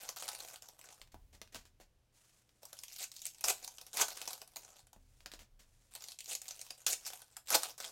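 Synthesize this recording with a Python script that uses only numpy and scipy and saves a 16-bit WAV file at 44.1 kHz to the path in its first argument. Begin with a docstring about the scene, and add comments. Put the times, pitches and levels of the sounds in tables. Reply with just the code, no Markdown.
"""Opening packs of cards

Foil packs of trading cards are handled and ripped open close to a small microphone on a table.
The foil snaps sharply over a fine crackle that thickens into rips: random clicks, coloured like foil.
Between packs, cards tap and slide onto a stack (dull clicks and fine grain), and wrappers brush by (hiss).
The table rumbles and thuds softly (low noise and fading tones). Nearby boxes and a small room answer
with short noisy tails, over low room rumble, microphone hiss and a faint mains hum."""
import sys
import numpy as np
from scipy import signal
from scipy.fft import rfft, irfft
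from scipy.io import wavfile
from scipy.ndimage import uniform_filter1d

SR = 44100
rng = np.random.default_rng(int(sys.argv[2]) if len(sys.argv) > 2 else 0)


def persist_wave(psi):
    """Save psi, clipped to +-1, as 16-bit WAV."""
    counts = np.round(np.clip(psi, -1, 1) * 32767).astype(np.int16)
    wavfile.write(sys.argv[1], SR, np.atleast_2d(counts).T)


N = 348831  # length of the scene in samples
T = np.arange(N) / SR  # time of each sample in seconds

# In the event tables, levels are relative: the function that plays a table also sets its overall gain.
# In the spectrum tables, levels give only the shape: colour() evens out the total energy.


def undb(db):
    """Turn decibels into a gain."""
    return 10 ** (np.asarray(db) / 20)


def unit(x):
    """Scale a sound to unit energy."""
    return x / np.sqrt(np.sum(x ** 2) + 1e-18)


def fade(t, t60):
    """Die away exponentially, losing 60 dB in t60 seconds."""
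    return np.exp(-np.log(1000) * t / t60)


def add(track, start_s, sound):
    """Mix a sound into the track, cutting it off where the track ends."""
    first = int(np.clip(start_s * SR, 0, N - 1))
    track[first:first + len(sound)] += sound[:N - first]


def through(x, response):
    """Pass a sound through an impulse response."""
    return signal.fftconvolve(x, response)[:N]


def colour(points, peaks=(), size=4096):
    """Build a unit-energy response with the given spectrum and resonances, starting at once (minimum phase)."""
    hz, db = np.transpose(points)
    f = np.maximum(np.fft.rfftfreq(size, 1 / SR), 1)
    gain = undb(np.interp(np.log(f), np.log(hz), db))
    for centre, width, peak_db in peaks:
        gain = gain * (1 + undb(peak_db) / (1 + (2 * (f - centre) / width) ** 2))
    # Folding the cepstrum moves all of the response to after time zero.
    cepstrum = irfft(np.log(gain))
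    cepstrum[1:size // 2] *= 2
    cepstrum[size // 2 + 1:] = 0
    return unit(irfft(np.exp(rfft(cepstrum))))


def shimmer(x, t60):
    """Noise takes up the energy of x and dies away: a scatter that differs for every click."""
    keep = fade(1 / SR, t60) ** 2
    energy = signal.lfilter([1 - keep], [1, -keep], x ** 2)
    return rng.standard_normal(N) * np.sqrt(energy)


def radiate(drive, response, near_db=-3, near_t60=0.073):
    """Clicks scatter off hands, table and boxes, and take on the colour of the thing that made them."""
    scattered = undb(near_db) * shimmer(drive, near_t60)
    return through(drive + scattered, response)


def gestures(rows, attack_s, release_s):
    """A hand takes hold quickly, swells or eases steadily, and lets go: gains of the bright and low parts."""
    bright, low = np.zeros((2, N))
    for start_s, length_s, db, swell_db, *low_db in rows:
        t = T[T < length_s + release_s]
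        gain = undb(db + swell_db * np.minimum(t / length_s, 1))
        gain = gain * np.minimum(t / attack_s, 1)
        gain = gain * fade(np.maximum(t - length_s, 0), release_s)
        add(bright, start_s, gain)
        add(low, start_s, gain * undb(sum(low_db)))
    return np.array([bright, low])


def click(hz, t60, ring, spread, rise_s=0.0016, count=5, size=900):
    """Something gives way: a noisy crack with a brief rattle, and a few tones scattered around hz."""
    t = T[:size]
    envelope = (1 - np.exp(-t / rise_s)) * fade(t, t60)
    crack = rng.standard_normal(size) * envelope
    facet_hz = hz * np.exp(spread * rng.standard_normal((count, 1)))
    facet_hz = np.clip(facet_hz, 300, SR / 3)
    strengths = rng.standard_normal((count, 1))
    facets = np.sin(2 * np.pi * facet_hz * t) * strengths * envelope
    return unit(unit(crack) + ring * unit(facets.sum(axis=0)))


def blows(rows, t60, ring):
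    """Each click drives the bright part and also jerks the body, which takes twice as long to settle."""
    bright, low = np.zeros((2, N))
    for start_s, db, hz, *low_db in rows:
        add(bright, start_s, undb(db) * click(hz, t60, ring, spread=0.3))
        body_db = db + sum(low_db)
        add(low, start_s, undb(body_db) * click(900, 2 * t60, ring=0.16, spread=0.6))
    return bright, low


def crackle(per_s, scatter_db, bunch_db, t60=0.0059, size=600):
    """Random tiny snaps vary in size and come in bunches, each rattling briefly; mean level stays near 1."""
    knots = np.arange(0, N, size)
    bunches = np.interp(np.arange(N), knots, rng.standard_normal(len(knots)))
    sizes = undb(scatter_db * np.minimum(rng.standard_normal(N), 2) + bunch_db * bunches)
    strikes = (rng.random(N) < per_s / SR) * sizes
    recent_power = uniform_filter1d(strikes ** 2, SR // 20)
    strikes = strikes / np.sqrt(np.maximum(recent_power, 1e-12))
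    return shimmer(strikes, t60)


# spectrum of the steady background noise: (frequency [Hz], level [dB])
BACKGROUND_SPECTRUM = [(12, -29.5), (20, -1), (120, -11), (193, -15), (434, -19.5), (513, -18), (607, -20),
                       (1060, -27), (5680, -31), (7310, -34), (9950, -36), (13200, -38.5), (16000, -65)]
# tones of the mains hum: (frequency [Hz], rms level [dB])
MAINS_HUM = [(60, -92.5), (120, -83), (180, -99)]


def background(noise_db=-76.5):
    """Low room rumble and microphone hiss are coloured noise; mains hum is a few steady tones."""
    noise = undb(noise_db) * through(rng.standard_normal(N), colour(BACKGROUND_SPECTRUM))
    hum = sum(np.sqrt(2) * undb(db) * np.sin(2 * np.pi * hz * T) for hz, db in MAINS_HUM)
    return noise + hum


# bands that swell and sink as the foil bends: (centre frequency [Hz])
FACET_BANDS_HZ = [600, 900, 1400, 2200, 3200, 4200, 5400, 6600, 8000, 9600, 11500, 14000]


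def flex(x, depth_db=7.5, shapes_per_s=70):
    """The foil keeps changing shape, so overlapping bands swell and sink, each with unit mean power gain."""
    spectrum, f = rfft(x), np.fft.rfftfreq(N, 1 / SR)
    knots = np.arange(0, N, SR // shapes_per_s)
    out = np.zeros(N)
    for weights in np.eye(len(FACET_BANDS_HZ)):  # each round picks out one band
        band = irfft(spectrum * np.interp(f, FACET_BANDS_HZ, weights), N)
        swing = np.interp(np.arange(N), knots, rng.uniform(-1, 1, len(knots)))
        gain = undb(depth_db * swing)
        out += band * gain / np.sqrt(np.mean(gain ** 2))
    return out


# foil crumpled in the fingers: (start [s], length [s], level [dB], swell over the length [dB])
CRINKLES = [(0.0, 0.098, -54, -0.5), (.165, 0.093, -51, -0.5), (.31, 0.24, -54, -5),
            (.615, 0.18, -64.5, -14), (.785, 0.14, -65, 1.5), (.94, 0.084, -73, -0.5),
            (2.615, 0.23, -74.5, 12), (2.87, 0.084, -64, 11), (3.115, 0.18, -60, 0), (3.32, 0.15, -74, 14),
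            (3.52, 0.14, -65, 5.5), (3.625, 0.022, -51, -11), (3.7, 0.25, -68.5, -2.5),
            (4.04, .32, -56, 0.5), (4.37, 0.049, -73, 9.5), (4.47, 0.15, -75.5, 7), (4.56, 0.035, -64, -3),
            (4.63, 0.17, -69.5, 3.5), (5.91, .21, -65.5, 6.5), (6.19, 0.11, -68.5, 13),
            (6.43, 0.26, -59, -5), (6.7, 0.13, -74, 11), (6.96, 0.12, -70.5, 15), (7.1, 0.16, -54.5, -18.5),
            (7.27, 0.1, -75.5, 6), (7.455, 0.017, -64, 3), (7.58, 0.11, -53.5, 2.5),
            (7.772, 0.01, -56, 2.5), (7.8, 0.07, -52, 0)]
# seams ripped and wrappers pulled wide:
# (start [s], length [s], level [dB], swell [dB], sheet relative to crackle [dB])
RIPS = [(2.98, 0.061, -48, 6.5, -19), (3.438, 0.043, -30, -22.5, -15), (3.47, 0.037, -41.5, 9.5, -13.5),
        (3.932, 0.092, -52, 24, -8), (6.275, 0.059, -48, 8.5, -21), (6.863, 0.072, -36.5, 0.5, -17.5),
        (7.048, 0.034, -44, 3.5, -24), (7.476, 0.024, -54, 13, -15), (7.504, 0.049, -44.5, 20, -6.5)]
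# the loudest creases snapping through: (time [s], level [dB], ring of the facet [Hz])
SNAPS = [(.0894, -31, 7600), (.161, -38, 6860), (.2234, -33.5, 7400), (.2794, -35, 7600),
         (.2875, -30.5, 7680), (.3306, -40, 4300), (.3526, -52, 6860), (.403, -37.5, 7000),
         (.4843, -44, 4200), (.5242, -53, 4970), (.5585, -41.5, 6200), (.6218, -47, 7150),
         (.6864, -44.5, 6700), (.7908, -49, 5400), (.857, -52, 6400), (.913, -58, 7700),
         (2.6309, -45, 4800), (2.6529, -42.5, 6420), (2.7295, -38, 9060), (2.789, -41, 5460),
         (2.835, -36, 6400), (2.8813, -44.5, 4230), (2.9215, -52, 7300), (2.9619, -41, 5300),
         (3.1163, -43, 6950), (3.1642, -41, 6430), (3.2024, -50, 7850), (3.2173, -37.5, 4440),
         (3.254, -32.5, 7400), (3.265, -31, 4040), (3.3463, -47, 7500), (3.4087, -38.5, 7760),
         (3.4405, -20, 5210), (3.483, -21.5, 2740), (3.4994, -25.5, 7000), (3.6447, -39, 6000),
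         (3.6769, -37.5, 5500), (3.7718, -52.5, 6240), (3.7826, -40.5, 7200), (3.8125, -38.5, 5650),
         (3.8658, -43, 5930), (3.931, -39, 9600), (3.97, -24.5, 7000), (4.0165, -21, 7430),
         (4.0203, -20.5, 4430), (4.0824, -31, 3520), (4.104, -39, 4310), (4.2042, -52, 5600),
         (4.1721, -36.5, 6140), (4.2149, -31.5, 2990), (4.276, -28, 5150), (4.306, -35, 3920),
         (4.331, -34.5, 6860), (4.416, -38.5, 4080), (4.4759, -49, 7800), (4.5595, -37, 7530),
         (4.5671, -37, 5400), (4.6485, -47, 5300), (4.7032, -56, 6500), (4.7918, -53.5, 6170),
         (4.869, -56, 7070), (4.9304, -49, 8100), (5.9514, -38, 7550), (5.9604, -40, 13400),
         (6.0217, -42, 7440), (6.0394, -39, 7250), (6.0846, -37, 5000), (6.119, -40.5, 3370),
         (6.1878, -37.5, 6200), (6.205, -37, 9450), (6.2577, -43, 5940), (6.3165, -33.5, 9300),
         (6.351, -29.5, 3260), (6.4165, -36.5, 8300), (6.4553, -41.5, 6840), (6.4814, -36, 7500),
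         (6.4873, -35.5, 5470), (6.5082, -35.5, 6260), (6.5925, -40, 7700), (6.614, -38, 7900),
         (6.6645, -45, 6700), (6.7052, -34, 6600), (6.8648, -19.5, 11300), (7.1327, -37, 2380),
         (7.1729, -47, 6500), (7.218, -43.5, 4300), (7.3665, -35.5, 7640), (7.5035, -22, 7550),
         (7.5104, -29, 5300), (7.5432, -26, 6930), (7.5527, -39, 4280), (7.6323, -26.5, 8330),
         (7.7045, -42, 4000), (7.8014, -35.5, 5550), (7.8482, -35, 5780)]
# how freely the whole sheet rings, low while pinched taut at the seam and high once it hangs slack:
# (time [s], sheet level [dB])
SLACK = [(0.0, -5.5), (1.0, -2), (2.72, -5.5), (2.82, -16), (3.26, -20), (3.48, -8.5), (3.9, -7.5),
         (4.05, -6.5), (4.85, -3.5), (5.95, -4.5), (6.2, -18.5), (6.6, -11.5), (6.72, -9), (7.15, -5),
         (7.5, -7.5), (7.9, -1.5)]
# spectrum of the crackling creases: (frequency [Hz], level [dB])
FOIL_SPECTRUM = [(900, -40), (1900, -12), (2520, -4), (3200, -3.5), (4200, -2), (5200, -1.5), (6800, 0),
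                 (8500, -2), (10600, -6.5), (12000, -4.5), (16000, -14)]
# spectrum of the whole sheet: (frequency [Hz], level [dB])
SHEET_SPECTRUM = [(40, -39.5), (150, -15.5), (290, -9), (420, -2.5), (700, -2), (1100, 1), (1600, -4.5),
                  (2100, -5), (4000, -32.5)]
# hollows of the wrapper and cupped hands: (frequency [Hz], width [Hz], added gain [dB])
HOLLOWS = [(525, 13, -19), (517, 35, -3), (697, 240, 0), (776, 130, -4), (1290, 26, -3.5), (1506, 88, 2.5),
           (1655, 30, -7)]


def foil(snap_db=15.5, snap_sheet_db=10.5, crinkle_db=0.5, crinkle_sheet_db=-2.0, rip_db=-1, rip_sheet_db=1):
    """Creases crackle in the treble and also jerk the whole sheet, which rings more when it is slack."""
    snap, snap_low = blows(SNAPS, t60=0.0089, ring=0.4)
    sparse = crackle(per_s=620, scatter_db=7, bunch_db=1.5)
    crinkle = gestures(CRINKLES, attack_s=0.0028, release_s=0.13)[0] * sparse
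    dense = crackle(per_s=1900, scatter_db=4, bunch_db=1)
    rip, rip_low = gestures(RIPS, attack_s=0.005, release_s=0.03) * dense

    creases = undb(snap_db) * snap + undb(crinkle_db) * crinkle + undb(rip_db) * rip
    slack = undb(np.interp(T, *np.transpose(SLACK)))
    sheet = slack * (undb(snap_sheet_db) * snap_low + undb(crinkle_sheet_db) * crinkle)
    sheet = sheet + undb(rip_sheet_db) * rip_low
    wrapper = radiate(creases, colour(FOIL_SPECTRUM)) + radiate(sheet, colour(SHEET_SPECTRUM, HOLLOWS))
    return flex(wrapper)


def room(x, tail_db=-10, tail_t60=0.21):
    """A small furnished room adds a short, duller tail of fading noise."""
    t = T[:SR // 2]
    tail = rng.standard_normal(len(t)) * fade(t, tail_t60) * (t > 0.006)  # starts after 6 ms
    tail = through(tail, colour([(200, -1.5), (5000, -2.5), (15000, -4.0)]))
    return x + undb(tail_db) * through(x, unit(tail))


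# an arm leans on the table and eases off: (start [s], length [s], level [dB], swell [dB])
LEANING = [(1.0, 0.061, -68, 2), (1.13, 0.99, -59, -18), (4.82, 0.071, -67, -1.5), (4.95, 0.46, -67, 2),
           (5.5, 0.41, -69.5, -2.5)]
# spectrum of the table's rumble: (frequency [Hz], level [dB])
RUMBLE_SPECTRUM = [(12, -31.5), (22, -3), (38, 9.5), (55, -17), (76, 1.5), (97, -10.5), (115, -6),
                   (150, -22.5), (250, -31.5), (600, -42.5)]
# knocks passed on to the table: (time [s], level [dB])
THUDS = [(1.149, -57.5), (1.549, -62), (3.437, -57), (4.018, -61), (4.96, -58), (6.864, -60)]
# ways the table can wobble: (frequency [Hz], level [dB], time to fade by 60 dB [s])
TABLE_MODES = [(24, 1, 0.45), (34.4, 3, .9), (54.2, -1, .35), (79.8, 4.5, 0.25), (112, -1, 0.27),
               (191, 1, 0.1), (257, -4.5, 0.91)]


def table(thud_db=-13, rumble_db=-1):
    """Leaning arms make the table rumble; knocks set it wobbling at several low pitches."""
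    thuds, t = np.zeros(N), T[:SR]
    for start_s, db in THUDS:
        for hz, mode_db, t60 in TABLE_MODES:
            pitch = hz * (1 + 0.025 * rng.standard_normal())  # slightly different at each knock
            wobble = np.sin(2 * np.pi * pitch * t) * fade(t, t60) * rng.choice([-1, 1])
            add(thuds, start_s, undb(db + mode_db + thud_db) * wobble)
    rumble = through(rng.standard_normal(N), colour(RUMBLE_SPECTRUM))
    leaning = gestures(LEANING, attack_s=0.017, release_s=0.74)[0]
    return thuds + undb(rumble_db) * leaning * rumble


# card edges and packs tapping their stacks:
# (time [s], level [dB], ring [Hz], body relative to the tap [dB])
TAPS = [(1.0155, -39, 2400, -17.5), (1.074, -53, 3470, -35), (1.1431, -50, 1780, 6),
        (1.4158, -34, 2920, -14.5), (1.475, -52, 5800, -22), (1.5459, -34, 3480, -9.5),
        (1.558, -36.5, 2500, -9.5), (1.6533, -46.5, 4550, -33), (1.8003, -53, 2130, -0.5),
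        (2.492, -55, 5370, -28), (4.9622, -63.5, 1500, 10.5), (5.2051, -50, 2640, -12),
        (5.2597, -31, 4400, -15), (5.3166, -36.5, 3880, -29), (5.3369, -37, 2550, -12.5),
        (5.3917, -44, 3530, -34)]
# cards sliding onto their stack:
# (start [s], length [s], level [dB], swell [dB], body relative to the hiss [dB])
SLIDES = [(1.118, 0.0089, -54, -14, -16), (1.326, 0.033, -57.5, -5, -6), (1.52, 0.034, -66, 19, -11),
          (1.56, 0.054, -62.5, -3.5, -10), (1.655, 0.012, -58, -5.5, -12), (1.797, 0.031, -63, 0, -8),
          (5.315, 0.051, -52.5, -12, -26), (5.39, 0.041, -56.5, -4.5, -9), (5.59, 0.045, -61.5, -4.5, -14)]
# skin and wrappers brushing over the pile of packs: (start [s], length [s], level [dB], swell [dB])
BRUSHES = [(2.12, 0.3, -69, -4), (2.42, 0.37, -82, 9), (4.96, .28, -83, 10.5), (5.64, 0.33, -77.5, 4)]
# spectrum of tapping card edges: (frequency [Hz], level [dB])
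CARD_SPECTRUM = [(600, -6), (1500, -2.5), (3000, 0), (4500, -1), (7000, -4), (10000, -11.5), (16000, -12.5)]
# spectrum of card sliding on card: (frequency [Hz], level [dB])
SLIDE_SPECTRUM = [(600, -12), (1500, -0.5), (3000, -1.5), (4500, -2), (7000, -0.5), (10000, -8.5),
                  (13000, -9.5), (16000, -15.5)]
# spectrum of the body of cards and stacks: (frequency [Hz], level [dB])
BODY_SPECTRUM = [(50, -11), (130, -3), (220, 10.5), (310, 1.5), (450, 2.5), (750, 3.5), (1400, -7.5),
                 (2200, -18), (4000, -22)]
# spectrum of the brushing hiss: (frequency [Hz], level [dB])
BRUSH_SPECTRUM = [(200, -8), (700, -2), (2000, -1), (4500, -0.5), (7000, 3), (10000, -0.5), (16000, -12)]


def cards(tap_db=10.0, tap_body_db=15.0, slide_db=-4.0, slide_body_db=-3, brush_db=-1):
    """Card stock taps dully and slides with a fine, even grain; brushing is a smooth hiss."""
    tap, tap_low = blows(TAPS, t60=0.0043, ring=0.22)
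    grain = crackle(per_s=4500, scatter_db=4, bunch_db=5.0)
    slide, slide_low = gestures(SLIDES, attack_s=0.005, release_s=0.078) * grain
    hiss = crackle(per_s=7400, scatter_db=3.5, bunch_db=3.5)
    brush = gestures(BRUSHES, attack_s=0.036, release_s=0.06)[0] * hiss

    edge = undb(tap_db) * radiate(tap, colour(CARD_SPECTRUM))
    edge = edge + undb(slide_db) * radiate(slide, colour(SLIDE_SPECTRUM))
    body_drive = undb(tap_body_db) * tap_low + undb(slide_body_db) * slide_low
    body = radiate(body_drive, colour(BODY_SPECTRUM))
    return edge + body + undb(brush_db) * through(brush, colour(BRUSH_SPECTRUM))


def scene():
    """Mix everything at the table in mono; foil and cards also sound in the room."""
    handling = room(foil() + cards())
    return (handling + table() + background())[None]


def record(dry, top_hz=16000):
    """The microphone cuts the top with a steep low-pass filter."""
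    return signal.sosfilt(signal.ellip(10, 0.2, 70, top_hz, fs=SR, output="sos"), dry)


dry = scene()
out = record(dry)
persist_wave(out)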